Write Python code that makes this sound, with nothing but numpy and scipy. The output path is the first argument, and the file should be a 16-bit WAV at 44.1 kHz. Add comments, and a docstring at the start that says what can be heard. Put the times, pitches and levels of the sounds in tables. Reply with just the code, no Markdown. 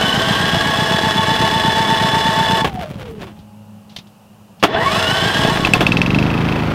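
"""Forest floor, a portable petrol generator; one microphone channel, no distance or reflections modelled.
First the electric starter cranks the single-cylinder four-stroke in still air while the carburettor's servo hums.
The key is let go and all coasts to rest; a control is clicked over as the hum weakens.
On the second try the starter clanks in, the engine catches, knocks hard for a few cycles and runs up.
Crank angle times gear tones, gas puffs and contacts; noise bursts and ringing sines make the blows and knocks."""
import sys
import numpy as np
from scipy import signal
from scipy.fft import rfft, irfft, next_fast_len
from scipy.io import wavfile

SR = 44100
rng = np.random.default_rng(int(sys.argv[2]) if len(sys.argv) > 2 else 0)


def wav_out(sig):
    """Save sig, one row per channel (or a flat mono array), as 16-bit PCM at SR to the path in sys.argv[1]."""
    wavfile.write(sys.argv[1], SR, np.round(np.clip(np.atleast_2d(sig).T, -1, 1) * 32767).astype(np.int16))


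N = 297234
TIME = np.arange(N) / SR

# still forest air, spectrum: [f/Hz, relative level/dB]
AIR_SPECTRUM = [(15, -51), (25, -16.5), (76, -5), (111, 0), (145, 0.5), (200, 7), (242, -6.5), (427, -11.5),
                (503, -8.5), (677, -9.5), (863, -8), (2160, -26.5), (2840, -16), (3340, -26),
                (16000, -31.5)]
# servo hum over time: [t/s, level/dB]
HUM_LEVEL = [(0, -24.5), (3.2, -33.5), (3.8, -35.5), (4.1, -45), (4.6, -42.5), (6.74, -55)]
# lines of the servo hum: [f/Hz, relative level/dB]
HUM_LINES = [(105, -9.5), (210.5, -4.5), (272, -28), (552, -23.5), (829, -20.5)]
# starter gears, spectrum: [f/Hz, relative level/dB]
GEAR_SPECTRUM = [(40, -2.5), (100, 3.5), (200, -4), (300, -8), (450, -5.5), (570, -15), (800, -9),
                 (1300, -15), (1700, -10.5), (2300, -20.5), (3000, -16.5), (4000, -21), (6000, -28.5),
                 (10000, -35), (15000, -46.5)]
# resonances of the starter's housing and the panels: [f/Hz, width/Hz, boost/dB]
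HOUSING_RESONANCES = [(651, 62, 13), (893.7, 23, 4), (1104.4, 53, 13), (1864, 150, 6), (2240, 25, 10.5),
                      (2615, 25, 9), (2935, 170, 9), (3442, 147, 11.5), (4004, 210, 7.5), (4620, 54, 7),
                      (5230, 380, 8.5), (6250, 170, 5.5), (7420, 63, 11), (8250, 79, 10), (10340, 110, 5),
                      (12150, 260, 8.5), (13800, 450, 7)]
# clanks of the solenoid and pinion, the gears' backlash while coasting, and bangs of the first firings: [t/s,
# level/dB, 60 dB decay/s, thud/dB]
CLANKS = [(2.645, -9, 0.099, -17), (2.673, -25, 0.08, -37), (3.218, -33, .13, -30), (3.268, -36.5, .2, -45),
          (4.627, -7.5, 0.083, -31), (4.636, -2.5, 0.091, -22), (5.572, -12.5, 0.034, -32),
          (5.671, -9, .038, -25)]
# struck metal, spectrum: [f/Hz, relative level/dB]
CLANK_SPECTRUM = [(60, -15), (300, 1), (700, 1), (1100, -1.5), (2000, -6.5), (3200, -7), (4200, -15),
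                  (8000, -28), (15000, -33)]
# what rings after a hard blow: [f/Hz, width/Hz, boost/dB]
CRANKCASE_RESONANCES = [(305, 50, 5), (455, 50, 4), (710, 120, 6), (1090, 70, 6), (1700, 160, 5),
                        (2700, 250, 3), (3450, 200, 6)]
# light clicks of loose parts and fingers on the control panel, and the engine rocking back as it comes to rest:
# [t/s, level/dB, 60 dB decay/s, thud/dB]
CLICKS = [(3.217, -38, 0.058, -52), (3.39, -49, .14, -28.5), (3.895, -48, 0.39, -65),
          (3.963, -24.5, 0.063, -50), (3.986, -34.5, .075, -31), (4.07, -49, .08, -65),
          (4.597, -45, 0.38, -65)]
# light panel contacts, spectrum: [f/Hz, relative level/dB]
PANEL_SPECTRUM = [(150, -1), (300, -17), (850, 0), (1500, -8.5), (3600, 5.5), (5500, -2.5), (8000, -18.5),
                  (13000, -20), (16000, -33)]
# running clatter, spectrum: [f/Hz, relative level/dB]
CLATTER_SPECTRUM = [(35, -44), (60, 6), (200, 1.5), (400, 2), (650, -4), (900, -2.5), (1350, -7),
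                    (2200, -11.5), (3200, -16), (5000, -26.5), (7500, -38), (15000, -43)]
# first ragged firings: [t/s, bang level/dB, 60 dB decay/s, thud/dB, knock/dB]
FIRINGS = [(5.449, -12.5, 0.053, -7.5, -40), (5.557, -15, 0.073, -14.5, -40),
           (5.649, -13, 0.077, -23, -7.5), (5.736, -11.5, 0.21, -8.5, -5.5), (5.807, -8.5, 0.12, -13, -17),
           (5.8664, -17, 0.15, -30, -8)]
# ringing of the knock in the cylinder: [f/Hz, relative level/dB, 60 dB decay/s]
KNOCK_MODES = [(2622, 5.5, 0.024), (2516, 2.5, .012), (2770, -15, 0.025), (3160, -0.5, 0.017),
               (5200, -19, 0.02)]
# run-up on the engine's own power: [t/s, speed/(four-stroke cycles per s)]
RUN_UP = [(5.48, 7.85), (5.62, 10.45), (5.78, 13.77), (5.88, 18.65), (6, 21.76), (6.15, 24.82),
          (6.3, 27.06), (6.5, 27.57), (6.74, 25.94)]

AIR_DB = -46.5
RING_GEAR_ORDER, ARMATURE_ORDER = 108, 210  # vibrations per four-stroke cycle
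# first try: key let go, crank at rest; second try: starter engages (s)
RELEASE_S, STOP_S, ENGAGE_S = 2.63, 3.446, 4.63
# cranking nears a top speed (cycles per s) with a time constant (s)
FIRST_SPEED, FIRST_TOP_SPEED, FIRST_RISE_S = 7.05, 8.272, .55
SECOND_TOP_SPEED, SECOND_RISE_S = 8.027, .2256
# let go, it slows by drag (time constant) until compression brakes it (cycles per s, per s)
DRAG_S, BRAKE_PER_S = .72, 20
# starter levels at top speed, their change under full strain, and the shortfall (cycles per s) that gives it
RATTLE_DB, GEAR_DB, WHINE_DB = -18.5, -10, -17
RATTLE_STRAIN_DB, GEAR_STRAIN_DB, WHINE_STRAIN_DB = 1, -12, 4.5
OVERTONE_STRAIN_DB = 2
FULL_STRAIN_SHORTFALL = .6
# drive builds up on the second try; on the first, rattle and whine are cut just before the pinion lets go
DRIVE_ATTACK_S, CUT_LEAD_S, CUT_DB_PER_S = 0.15, 0.019, 600
# it fades once the engine overruns the starter
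OVERRUN_S, OVERRUN_RATTLE_DB_PER_S, OVERRUN_TONE_DB_PER_S = 5.483, 35, 119
# gas: level at the first top speed, gain per doubling below and above it, change when coasting
GAS_DB, GAS_SLOW_DB, GAS_FAST_DB, GAS_COAST_DB = -11, 7, 1.5, -6
# combustion brings the running clatter, louder with each doubling of speed
CATCH_S, CATCH_RISE_S, CLATTER_DB, CLATTER_DOUBLING_DB = 5.35, 0.072, -23, 1.66
# near full speed, where the governor eases the throttle, the gas softens at a set rate
EASE_S, EASE_DB_PER_S = 6.22, 14
# coasting sounds: level at the release and rate of fall
COAST_TONE_DB, COAST_TONE_DB_PER_S = -12.5, 33
COAST_RATTLE_DB, COAST_RATTLE_DB_PER_S = -35, 18
SCRAPE_DB, SCRAPE_DB_PER_S = -45.5, 17
ROCKING_DB, ROCKING_DB_PER_S = -26.5, 13
# after the firings: one knock a cycle, later in the cycle (share of it) up to a limit, softer after a hold
KNOCK_FROM_S, KNOCK_ANGLE, KNOCK_ANGLE_PER_S, KNOCK_LAST_ANGLE = 5.9, .55, .31, .72
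KNOCK_DB, KNOCK_HOLD_S, KNOCK_DB_PER_S = -11, 0.17, 28.5
STOPBAND_HZ = 16700  # 70 dB down from here up


def from_db(db):
    """Level in dB to amplitude."""
    return 10 ** (np.asarray(db) / 20)


def rms_one(x):
    """Scale to rms 1."""
    return x / np.sqrt(np.mean(x ** 2) + 1e-20)


def in_time(rows):
    """One curve per column, joined by straight lines."""
    s, *columns = np.transpose(rows)
    return [np.interp(TIME, s, c) for c in columns]


def since(start_s):
    """Seconds gone by since a moment, 0 before it."""
    return np.maximum(TIME - start_s, 0)


def drift(rate):
    """Slow chance of rms 1, with this many random knots per second."""
    knots = rng.standard_normal(int(N / SR * rate) + 2)
    return rms_one(np.interp(TIME * rate, np.arange(len(knots)), knots))


def filtered(x, kind, order, hz):
    """Butterworth filter."""
    return signal.sosfilt(signal.butter(order, hz, kind, fs=SR, output="sos"), x)


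def colour(x, spectrum, resonances=()):
    """Causal (minimum-phase) filter: a smooth spectrum with resonant bumps on it."""
    size = 2 * next_fast_len(N // 2 + SR // 4)
    hz = np.maximum(np.arange(size // 2 + 1) * SR / size, 1)
    points_hz, points_db = np.transpose(spectrum)
    db = np.interp(np.log(hz), np.log(points_hz), points_db)
    for centre, width, boost in resonances:
        db = db + boost / (1 + (2 * (hz - centre) / width) ** 2)
    # folding the cepstrum onto positive time gives minimum phase
    cepstrum = irfft(np.log(from_db(db)))
    cepstrum[1:size // 2] *= 2
    cepstrum[size // 2 + 1:] = 0
    return irfft(rfft(x, size) * np.exp(rfft(cepstrum)))[:N]


def ring(x, hz, t60):
    """A unit click sets a decaying sine of initial height 1 ringing."""
    radius = from_db(-60 / (t60 * SR))
    step = 2 * np.pi * hz / SR
    return signal.lfilter([0, np.sin(step)], [1, -2 * radius * np.cos(step), radius * radius], x + 1e-18)


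def taps_at(times, db):
    """Single-sample taps."""
    out = np.zeros(N)
    index = np.clip((np.asarray(times) * SR).astype(int), 0, N - 1)
    np.add.at(out, index, from_db(db))
    return out


def puff(taps, low_hz, high_hz):
    """Each tap becomes a push-pull-push swing of air as high as the tap."""
    swing = filtered(signal.unit_impulse(SR // 10), "band", 2, [low_hz, high_hz])
    return signal.fftconvolve(taps, swing / np.abs(swing).max())[:N]


def grit(per_s, spread_db):
    """Dense random contacts of uneven strength; rms 1."""
    sizes = from_db(spread_db * np.minimum(rng.exponential(1, N), 4))
    return rms_one(sizes * rng.standard_normal(N) * (rng.random(N) < per_s / SR))


def bursts(rows, spectrum, resonances=()):
    """Each blow starts a chatter of contacts that dies away in the body."""
    envelope = np.zeros(N)
    for s, db, t60, *_ in rows:
        decay = from_db(-60 * np.clip((TIME - s) / t60, 0, 2))
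        envelope += from_db(db) * (TIME >= s) * decay
    contacts = rng.standard_normal(N)
    steady = colour(contacts, spectrum, resonances)
    return colour(contacts * envelope, spectrum, resonances) / np.std(steady)


def at_angle(cycle, angle):
    """A tap whenever the engine passes this share of its cycle."""
    passed = np.floor(cycle - angle)
    return np.diff(passed, prepend=passed[0])


def swell(cycle, angle, count=1):
    """A smooth swing between -1 and 1, count times a cycle, highest at this angle."""
    return np.cos(2 * np.pi * count * (cycle - angle))


def crank_speed():
    """Cycles per s: cranking, coasting to rest, cranking again, running up."""
    shortfall = (FIRST_TOP_SPEED - FIRST_SPEED) * np.exp(-np.minimum(TIME, RELEASE_S) / FIRST_RISE_S)
    dragged = (FIRST_TOP_SPEED - shortfall) * np.exp(-since(RELEASE_S) / DRAG_S)
    first = np.minimum(dragged, BRAKE_PER_S * np.maximum(STOP_S - TIME, 0))
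    second = SECOND_TOP_SPEED * (1 - np.exp(-since(ENGAGE_S) / SECOND_RISE_S))
    return np.where(TIME < RUN_UP[0][0], first + second, in_time(RUN_UP)[0])


def background():
    """Still forest air as coloured noise, and the servo's hum as wavering sine lines."""
    hum_db, = in_time(HUM_LEVEL)
    hum = np.zeros(N)
    for hz, db in HUM_LINES:
        hum += from_db(db + 2 * drift(21.05)) * np.sin(2 * np.pi * hz * TIME + .5 * drift(3.24))
    air = rms_one(colour(rng.standard_normal(N), AIR_SPECTRUM))
    return from_db(hum_db) * hum + from_db(AIR_DB) * air


def drive(cut_s, overrun_db_per_s):
    """Gain of a starter sound: on until the cut, then rising on the second try and fading on overrun."""
    first = from_db(-CUT_DB_PER_S * since(cut_s))
    attack = np.minimum(since(ENGAGE_S) / DRIVE_ATTACK_S, 1)
    return first + attack * from_db(-overrun_db_per_s * since(OVERRUN_S))


def starter(cycle, speed):
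    """Teeth mesh and rattle; their tones sweep through the housing's resonances as the piston loads them."""
    strain = np.clip((FIRST_TOP_SPEED - speed) / FULL_STRAIN_SHORTFALL, 0, 1)
    labour = np.clip(1 - speed / 5.93, 0, 1)  # 1 at standstill, 0 from 5.93 cycles per s up
    cut_s = RELEASE_S - CUT_LEAD_S
    rattle_gain = from_db(RATTLE_DB + RATTLE_STRAIN_DB * strain) * drive(cut_s, OVERRUN_RATTLE_DB_PER_S)
    whine_gain = from_db(WHINE_DB + WHINE_STRAIN_DB * strain) * drive(cut_s, OVERRUN_TONE_DB_PER_S)
    gear_gain = from_db(GEAR_DB + GEAR_STRAIN_DB * strain) * drive(RELEASE_S, OVERRUN_TONE_DB_PER_S)
    # compression loads the gears once a cycle
    load = swell(cycle, .2)
    # a sharp tick comes once a turn
    snap = np.maximum(swell(cycle, .1, count=2), 0) ** 20
    # the piston's inertia tugs twice a turn
    tug = swell(cycle, .185, count=4)
    angle = cycle + .0016 * swell(cycle, .55) + .00012 * drift(60) + .0004 * labour * drift(150)
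    mesh = np.sin(2 * np.pi * RING_GEAR_ORDER * angle)
    gear = mesh * gear_gain * from_db(4.5 * load + 1.2 * drift(90))
    rotor = 2 * np.pi * ARMATURE_ORDER * angle + .3 * drift(300)
    whine = np.sin(rotor) * from_db(3.6 * snap + 3.3 * drift(200))
    overtone = np.sin(2 * rotor) * from_db(5.5 * tug + 2 * drift(200))
    # harsher when strained, softer when slow
    overtone = overtone * from_db(OVERTONE_STRAIN_DB * (strain - 2 * labour))
    armature = (whine + from_db(-0.5) * overtone) * whine_gain
    tones = colour(gear + armature, GEAR_SPECTRUM, HOUSING_RESONANCES)
    teeth = grit(per_s=8000, spread_db=0.0) * from_db(0.2 * load + tug + 0.27 * mesh + 4.7 * snap)
    # slow teeth meet softly and sound duller
    dull = filtered(teeth, "low", 2, 3000)
    soft = np.minimum(2.17 * labour, 1)
    teeth = soft * dull + (1 - soft) * teeth
    # small gears radiate little bass
    teeth = filtered(teeth, "high", 1, 260)
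    return tones + rattle_gain * rms_one(colour(teeth, GEAR_SPECTRUM, HOUSING_RESONANCES))


def engine(cycle, speed):
    """Each cycle brings an exhaust puff, an intake gulp and the same round of valve and piston contacts."""
    fired = np.minimum(since(CATCH_S) / CATCH_RISE_S, 1)
    coasting = (TIME > RELEASE_S) * (TIME < ENGAGE_S)
    doublings = np.log2(np.maximum(speed / FIRST_TOP_SPEED, 1e-3))
    pumping_db = doublings * np.where(doublings < 0, GAS_SLOW_DB, GAS_FAST_DB)
    gas_db = GAS_DB + pumping_db + GAS_COAST_DB * coasting - EASE_DB_PER_S * since(EASE_S)
    # a firing engine breathes less evenly than a cranked one
    flow = from_db(gas_db + np.interp(speed, [8, 20], [.5, 1.5]) * drift(60))
    # the air column trails the piston more at speed
    lag = np.interp(speed, [8, 12, 22], [.265, .33, .36])
    exhaust = at_angle(cycle, 0) * flow
    intake = at_angle(cycle, lag) * flow
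    # every listed blow rocks the engine on its mounts
    thud_rows = [(s, thud_db) for s, _, _, thud_db, *_ in FIRINGS + CLANKS + CLICKS]
    thuds = taps_at(*np.transpose(thud_rows))
    gas = puff(exhaust, low_hz=105, high_hz=250) + puff(intake + thuds, low_hz=100, high_hz=205)
    # the air in the enclosure booms briefly after each
    boom = .27 * ring(exhaust + intake + thuds, hz=180, t60=.08)
    boom = boom + .12 * ring(intake + thuds, hz=130, t60=.09)
    # hot exhaust rings the silencer
    boom = boom + fired * from_db(-11.5) * ring(exhaust, hz=276, t60=0.099)
    angles, signs = rng.random(60), rng.choice([-1, 1], 60)
    contacts = sum(at_angle(cycle, angle) * sign for angle, sign in zip(angles, signs))
    running = TIME > 6  # levels are set over this stretch
    contacts = contacts * from_db(2.0 * drift(200)) / np.std(contacts[running])
    fan = from_db(1.5) * grit(per_s=6000, spread_db=2.5) * from_db(2 * swell(cycle, 0.67))
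    clatter = colour(contacts + fan, CLATTER_SPECTRUM)
    shake = from_db(-12) * swell(cycle, 0.5, count=2)  # the crank's unbalance, once a turn
    clatter_gain = fired * from_db(CLATTER_DB + CLATTER_DOUBLING_DB * doublings)
    return gas + boom + clatter_gain * (clatter / np.std(clatter[running]) + shake)


def spin_down(cycle, speed):
    """The freed gear sinks in pitch, catching unevenly, and rattles; once a turn the engine scrapes and rocks."""
    gone = since(RELEASE_S)
    moving = (TIME > RELEASE_S) * (TIME < STOP_S) * np.minimum(speed / 3.2, 1)
    turning = 2 * np.pi * np.cumsum(RING_GEAR_ORDER * speed * (1 + .03 * drift(140))) / SR
    tone_db = COAST_TONE_DB - COAST_TONE_DB_PER_S * gone + 2.4 * drift(21.85) + 3.7 * drift(200)
    tone = np.sin(turning) * from_db(tone_db)
    # the loose rattle peaks once a cycle
    rattle = rms_one(colour(grit(per_s=1400, spread_db=0.5) * from_db(2.4 * drift(45)), CLANK_SPECTRUM))
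    rattle_peak_db = 8.7 * np.maximum(swell(cycle, 0.5), 0) ** 4
    rattle = rattle * from_db(COAST_RATTLE_DB - COAST_RATTLE_DB_PER_S * gone + rattle_peak_db)
    scrape = rms_one(filtered(grit(per_s=10000, spread_db=-2.0), "high", 1, 4000))
    scrape = scrape * from_db(SCRAPE_DB - SCRAPE_DB_PER_S * gone + 16 * (swell(cycle, 0.48, count=2) - 1))
    rocking = rms_one(puff(rng.standard_normal(N), low_hz=55.7, high_hz=175))
    rocking = rocking * from_db(ROCKING_DB - ROCKING_DB_PER_S * gone + 4 * (swell(cycle, 0.45, count=2) - 1))
    return colour(tone * moving, GEAR_SPECTRUM) + (rattle + scrape + rocking) * moving


def hard_blows():
    """Solenoid, pinion, gear backlash and first firings strike the crankcase, which rings."""
    return bursts(CLANKS + FIRINGS, CLANK_SPECTRUM, CRANKCASE_RESONANCES)


def light_clicks():
    """Loose parts and fingers on the control panel make small dry chatters; the engine rocks back once as it
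    comes to rest."""
    return bursts(CLICKS, PANEL_SPECTRUM)


def knocks(cycle, scatter_db, rise_t60, crack_db, crack_t60):
    """Early, hard combustion rings the cylinder and jars the housing."""
    angle = np.minimum(KNOCK_ANGLE + KNOCK_ANGLE_PER_S * since(KNOCK_FROM_S), KNOCK_LAST_ANGLE)
    fall_db = KNOCK_DB_PER_S * since(KNOCK_FROM_S + KNOCK_HOLD_S)
    strength_db = KNOCK_DB - fall_db + scatter_db * drift(25)
    due = (at_angle(cycle, angle) > 0) & (TIME > KNOCK_FROM_S)
    rows = [(s, knock_db) for s, *_, knock_db in FIRINGS] + list(zip(TIME[due], strength_db[due]))
    taps = taps_at(*np.transpose(rows))
    pings = np.zeros(N)
    for hz, level, t60 in KNOCK_MODES:
        # taking away a shorter ring softens the onset
        pings += ring(taps * from_db(level + 2.1 * drift(24.74)), hz, t60)
        pings -= ring(taps * from_db(level), hz, rise_t60)
    cracks = [(s, level + crack_db, crack_t60) for s, level in rows]
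    return pings + bursts(cracks, PANEL_SPECTRUM)


def scene():
    """The crank's angle times starter and engine alike."""
    speed = crank_speed()
    cycle = np.cumsum(speed) / SR
    machine = starter(cycle, speed) + engine(cycle, speed) + spin_down(cycle, speed)
    blows = hard_blows() + light_clicks()
    knocking = knocks(cycle, scatter_db=1.8, rise_t60=0.0025, crack_db=-14.5, crack_t60=0.11)
    return (background() + machine + blows + knocking)[None]


def record(dry):
    """At the microphone channel the highest peaks are rounded off and the top is cut."""
    rounded = dry / (1 + dry ** 6) ** (1 / 6)
    return signal.sosfilt(signal.cheby2(14, 70, STOPBAND_HZ, fs=SR, output="sos"), rounded)


dry = scene()
out = record(dry)
wav_out(out)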